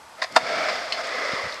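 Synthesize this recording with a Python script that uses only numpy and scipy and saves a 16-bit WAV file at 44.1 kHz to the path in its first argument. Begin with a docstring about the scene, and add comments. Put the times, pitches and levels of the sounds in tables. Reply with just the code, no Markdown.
"""Wheels roll faintly over the far hum of a park; then a skateboard knocks at the lip of a concrete ramp,
slams its front wheels down, crosses the flat and rides up the far side. Each impact excites the board's
modes; grit keeps deck and trucks roaring, louder where the curves press them down. Loose grains tick,
air bumps the microphone, a truck clinks and rattles, and the walls return a faint echo."""
import sys
import numpy as np
from scipy import signal
from scipy.fft import rfft, irfft
from scipy.io import wavfile
from scipy.ndimage import uniform_filter1d, minimum_filter1d, map_coordinates

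SR = 44100
rng = np.random.default_rng(int(sys.argv[2]) if len(sys.argv) > 2 else 0)


def master(y):
    """Save y as 16-bit WAV."""
    cut = np.clip(np.atleast_2d(y).T, -1, 1)
    pcm = np.round(cut * 32767)  # scale
    wavfile.write(sys.argv[1], SR, pcm.astype(np.int16))


N = 70560

# hiss spectrum of grit and bearings, also the sizzle of a clink: f/Hz, relative density/dB
HISS_SPECTRUM = [(100, -17), (500, -8.5), (2500, -3), (3100, -4), (3470, 2), (3900, -3.5), (4450, 0.5),
                 (4750, 2), (5150, 1), (6000, -9), (8000, -17), (9500, -23.5), (11000, -71), (12600, -23),
                 (13400, -64)]


def undb(db):
    """Amplitude ratio of a level in decibels."""
    return 10 ** (np.asarray(db) / 20)


def unit(x):
    """Normalisation to rms 1."""
    return x / np.sqrt(np.mean(x ** 2))


def colour(x, points):
    """Spectral shaping through (f/Hz, level/dB) points, at rms 1."""
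    hz, db = np.array(points).T
    f = np.maximum(np.fft.rfftfreq(N, 1 / SR), 1)
    return unit(irfft(rfft(x) * undb(np.interp(np.log(f), np.log(hz), db)), N))


def resonate(x, hz, width):
    """Resonance: two equal band-passes in cascade, of joint half-power width in Hz, at rms 1."""
    b, a = signal.iirpeak(hz, hz / width * np.sqrt(np.sqrt(2) - 1), fs=SR)
    return unit(signal.lfilter(b, a, signal.lfilter(b, a, x)))


def wander(rate_hz):
    """Random fluctuation: straight lines between Gaussian values, at rms 1."""
    step = int(SR / rate_hz)
    held = np.repeat(rng.standard_normal(N // step + 1), step)
    return unit(uniform_filter1d(held, step)[:N])


def since(start):
    """Seconds elapsed since an onset, zero before it."""
    return np.maximum(np.arange(N) / SR - start, 0)


def fade(age, t60):
    """Exponential decay by 60 dB in t60 seconds."""
    return np.exp(-np.log(1000) * np.minimum(age / t60, 10))


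def ring(age, modes, tilt_db):
    """Free vibration: a sum of damped modes, tilted in dB per octave, of unit initial power."""
    hz, db, t60 = np.array(modes).T
    gain = undb(db + tilt_db * np.log2(hz / hz[0]))
    gain = gain / np.sqrt(np.sum(gain ** 2) / 2)
    return sum((-1) ** k * gain[k] * np.sin(2 * np.pi * hz[k] * age) * fade(age, t60[k])
               for k in range(len(hz)))


def park(level_db=-47):
    """Ambient noise: the distant park hums with a steady, broad spectrum."""
    # background spectrum: f/Hz, relative density/dB
    spectrum = [(25, -30), (70, -5.5), (200, -16.5), (450, -9), (850, 2), (1500, -4.5), (3000, -14),
                (5000, -17.5), (8000, -18), (12500, -26), (13500, -55)]
    return undb(level_db) * colour(rng.standard_normal(N), spectrum)


def grit(hits_per_s=16000, spread_db=2):
    """Shot noise: tiny random impacts of the wheels on the grain of the concrete."""
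    hit = rng.random(N) < hits_per_s / SR
    return hit * np.sign(rng.standard_normal(N)) * undb(spread_db * rng.exponential(size=N))


def rolling(roar_db=-0.5, hiss_db=-8.5, turn_hz=30.8, turn_depth=0.08, patch_db=0.06):
    """Forced vibration: grit drives wheel and deck resonances; load stiffens and raises upper ones."""
    # course of the ride: t/s, level/dB, hiss boost/dB, ramp slope (0-1)
    ride = [(0, -64, 13, 0.06), (.15, -59.5, 9.5, 0), (0.199, -39.5, -1.5, 0), (.29, -46, 2, 0.33),
            (.35, -40, 4, 0.5), (0.411, -34, -0.5, 0.4), (0.481, -26, -0.5, 0.13), (.6, -24.5, -0.5, 0.16),
            (.7, -24, -1.5, 0.1), (0.761, -29.5, 3, 0), (.81, -31, 2.5, 0.07), (.92, -32.5, 2, 0.12),
            (1.012, -28.5, 2, 0.04), (1.027, -35, 2.5, 0.2), (1.045, -29.5, 3, 0), (1.1, -30, 1.5, 0.57),
            (1.2, -27, -1, 0.67), (1.33, -28.5, 2.5, 0.94), (1.44, -30.5, 1, 0.99),
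            (1.53, -33.5, 3.5, 0.13), (1.6, -38, 1.5, 1)]
    # extra load through the bottom curve: t/s, load (0-1)
    loading = [(.4, 0.41), (.52, 0.99), (.65, .9), (.78, 0.01)]
    # wheels and deck: f/Hz, width/Hz, level on flat/dB, level on ramp/dB, fractional rise at full load
    resonances = [(259, 78, -18.5, -23.5, 0.0018), (414, 117, -20, -13.5, 0), (519.5, 96, -9, -2, 0),
                  (650, 87, -0.5, -5, 0.00063), (713, 205, -5.5, -18, .08), (1113, 240, -10, -2, .04),
                  (1256, 92, -5.5, -3.5, .05), (1614, 390, -3.5, -3, .02), (2017, 133, -6.5, 0, .1),
                  (2126, 400, -6, -3, .04)]
    # wheel turns and rough patches vary the level at random rates and depths
    turn_spread, turn_drift_hz, patch_hz = 0.0936, 5.38, 44.75
    waver, loaded_waver = 0.012, 0.01498  # fractions of pitch: always, and added at full load
    t = np.arange(N) / SR
    at, *columns = np.array(ride).T
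    db, boost_db, slope = (np.interp(t, at, column) for column in columns)
    load = np.interp(t, *np.array(loading).T)
    roar = np.zeros(N)
    for hz, width, flat_db, ramp_db, rise in resonances:
        pitch = 1 + rise * load + (waver + loaded_waver * load) * wander(rate_hz=30)
        band = resonate(grit(), hz, width)
        bent = map_coordinates(band, [np.cumsum(pitch)], mode="mirror")  # read faster, sound higher
        roar += bent * undb(flat_db + slope * (ramp_db - flat_db))
    hiss = colour(grit(), HISS_SPECTRUM) * undb(hiss_db + boost_db)
    turns = np.cumsum(turn_hz * (1 + turn_spread * wander(turn_drift_hz))) / SR
    shake = (1 + turn_depth * np.sin(2 * np.pi * turns)) * undb(patch_db * wander(patch_hz))
    return (undb(roar_db) * unit(roar) + hiss) * shake * undb(db)


def echo(x, level_db=-17, t60=0.36, delay_s=0.01):
    """Reverberation: the concrete walls scatter the sound into a faint, decaying tail."""
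    age = since(delay_s)
    scatter = colour(rng.standard_normal(N), [(300, -13), (2500, -4.5), (10000, -2.0)])
    tail = scatter * fade(age, t60) * (age > 0)
    return undb(level_db) * signal.fftconvolve(x, tail / np.sqrt(np.sum(tail ** 2)))[:N]


def knocks(attack_s=0.0002, scrape_t60=0.045, deck_cut_hz=193):
    """Impact excitation: the point struck weights the board's modes while a wheel scrubs the concrete."""
    # blows: t/s, level/dB, scrape length/s, relative scrape level/dB, tilt/(dB/octave),
    # place (0 tail, 1 nose)
    blows = [(0.2173, -23.5, 0.002, -5, 1, 0.075), (0.2204, -15, 0.0036, -7.5, -0.5, 0.025),
             (0.2268, -25.5, .002, -2.5, 4, 0.59), (0.2376, -33, 0.0016, 4.5, 7.5, 0),
             (0.242, -22, 0.0022, -5.5, -0.5, 0.08), (0.3555, -27, 0.0015, -2, 0.5, 0.89),
             (0.3617, -2.5, 0.0056, -9, 0, 0.97), (0.365, -1.5, 0.0013, -8, -3, 0.92),
             (0.684, -21, 0.014, -4, -1.8, 0.45), (.753, -22, 0.0052, -8, -1, 0.48)]
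    # modes of the board: f/Hz, level struck at tail/dB, level struck at nose/dB, t60/s
    board_modes = [(251, -26.5, -32, 0.077), (492, -13, -15.5, 0.062), (647, 1.5, -3, 0.043),
                   (734.5, -5, 1.5, 0.06), (940, -30, -6, 0.036), (1035, 0.5, -18, 0.083),
                   (1122, -3, -4.5, 0.03), (1308, -2, 0.5, 0.032), (1391, -24, 2, 0.059),
                   (1604, -8, -11.5, 0.049), (1767, 4.5, -12, 0.033), (1930, 2.5, -21, 0.036),
                   (2080, 5.5, -10.5, 0.024), (2580, -4, -14.5, 0.015), (3623, -11, -15, 0.052),
                   (3770, -6, -24, 0.05), (4530, -11, -18, .035), (5000, -4, -13, 0.033)]
    # friction noise of a landing wheel: f/Hz, density at tail/dB, density at nose/dB
    friction = [(30, -34, -37), (378, -26, -27), (657, 2.5, -5), (880, -9, -1.5), (1080, -4, -1),
                (1360, -11, 0.5), (1940, 2, -6), (2470, -6.5, -8.5), (3100, -15.5, -14), (3800, -8, -11.5),
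                (5080, -4.5, -8), (5780, -16, -21), (8950, -33, -23), (11800, -46, -39.5),
                (16000, -71, -56)]
    out = np.zeros(N)
    for start, db, length, scrape_db, tilt_db, place in blows:
        age = since(start)
        modes = [(hz, tail + place * (nose - tail), t60) for hz, tail, nose, t60 in board_modes]
        shape = [(hz, tail + place * (nose - tail) + tilt_db * np.log2(hz)) for hz, tail, nose in friction]
        scrape = colour(rng.standard_normal(N), shape) * fade(np.maximum(age - length, 0), scrape_t60)
        onset = 1 - np.exp(-age / attack_s)
        out += undb(db) * onset * (ring(age, modes, tilt_db) + undb(scrape_db) * scrape)
    # the narrow deck radiates low frequencies poorly
    return signal.sosfilt(signal.butter(2, deck_cut_hz, "high", fs=SR, output="sos"), out)


def rumble():
    """Forced vibration: the rider's weight drives the board into the curve and it rumbles low."""
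    # envelope through the bottom curve: t/s, level/dB
    envelope = [(.29, -65), (.325, -51), (.37, -56), (.43, -47.5), (.47, -56.5), (.6, -41.5), (.7, -68),
                (.8, -57), (.92, -68)]
    # spectrum of the loaded board: f/Hz, relative density/dB
    spectrum = [(25, -26), (70, -25), (140, 1), (260, 4.5), (400, 0.5), (700, -32), (2000, -60)]
    at, db = np.array(envelope).T
    return colour(grit(), spectrum) * undb(np.interp(np.arange(N) / SR, at, db))


def ticks(hold_s=0.0011, t60=0.02):
    """Transient response: a short burst rings one high band; wheels snap over loose grains, and near 1.52 s
    metal ticks."""
    # short ticks, of grains and near 1.52 s of metal: t/s, level/dB, centre f/Hz, width/Hz
    bursts = [(.323, -39, 4900, 2500), (.348, -44, 5000, 2500), (1.0705, -39, 6500, 2200),
              (1.5236, -30, 3900, 700), (1.542, -34, 4460, 1500)]
    out, t = np.zeros(N), np.arange(N) / SR
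    for start, db, hz, width in bursts:
        burst = (t > start) * fade(since(start + hold_s), t60)
        burst_rms = np.sqrt(np.mean(burst ** 2))
        out += undb(db) * burst_rms * resonate(burst * rng.standard_normal(N), hz, width)
    return out


def puffs(cut_hz=87):
    """Pressure pulses: air bumps the microphone in short, low Gaussian wave packets."""
    # bumps of air: t/s, 1/e half-length/s, level before the low cut/dB, f/Hz
    bumps = [(.434, 0.0062, -40, 140), (0.75, 0.0082, -50, 75), (1.3355, 0.0021, -23.5, 200),
             (1.443, 0.0088, -39, 100), (1.456, 0.003, -33.5, 150), (1.47, 0.0046, -35, 88.96)]
    t = np.arange(N) / SR
    air = sum(undb(db) * np.exp(-((t - at) / length) ** 2) * np.cos(2 * np.pi * hz * (t - at))
              for at, length, db, hz in bumps)
    return signal.sosfilt(signal.butter(2, cut_hz, "high", fs=SR, output="sos"), air)


def clinks(attack_s=0.00024, sizzle_db=-8, sizzle_t60=0.049):
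    """Damped vibration: loose truck metal rings high with a sizzle; light touches die sooner."""
    # metal contacts: t/s, level/dB, tilt/(dB/octave), fraction of the full ring time
    contacts = [(0.9212, -25, -7, 0.41), (0.9227, -16.5, -1, 0.82), (0.9296, -26.5, .5, 0.82),
                (0.937, -31, 1, 0.65), (.945, -31, 2, .6)]
    # modes of a truck: f/Hz, level/dB, t60/s
    truck_modes = [(2120, -5, 0.05), (2660, -7, 0.05), (2997, -5, 0.06), (3300, -14, .04),
                   (4032, -6, 0.032), (4280, 2.5, 0.053), (4480, -5.5, .055), (4800, -9, 0.075)]
    out = np.zeros(N)
    for start, db, tilt_db, fraction in contacts:
        age = since(start)
        modes = [(hz, level, fraction * t60) for hz, level, t60 in truck_modes]
        sizzle = colour(rng.standard_normal(N), HISS_SPECTRUM) * fade(age, sizzle_t60)
        onset = 1 - np.exp(-age / attack_s)
        out += undb(db) * onset * (ring(age, modes, tilt_db) + undb(sizzle_db) * sizzle)
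    return out


def scene():
    """Superposition: the board, its echo, the air and the park add in one channel."""
    board = knocks() + clinks() + ticks() + rolling() + rumble()
    return (board + echo(board) + puffs() + park())[None]


def record(dry, drive=0.54, limiter_s=0.0017, top_hz=15300):
    """Saturation: the small camera rounds the loudest peaks, limits what is left and cuts the top."""
    rounded = np.tanh(drive * dry) / drive
    window = int(limiter_s * SR)
    needed_gain = 1 / np.maximum(np.abs(rounded), 1)
    gain = uniform_filter1d(minimum_filter1d(needed_gain, window), window)
    return signal.sosfilt(signal.ellip(8, .2, 70, top_hz, fs=SR, output="sos"), rounded * gain)


dry = scene()
out = record(dry)
master(out)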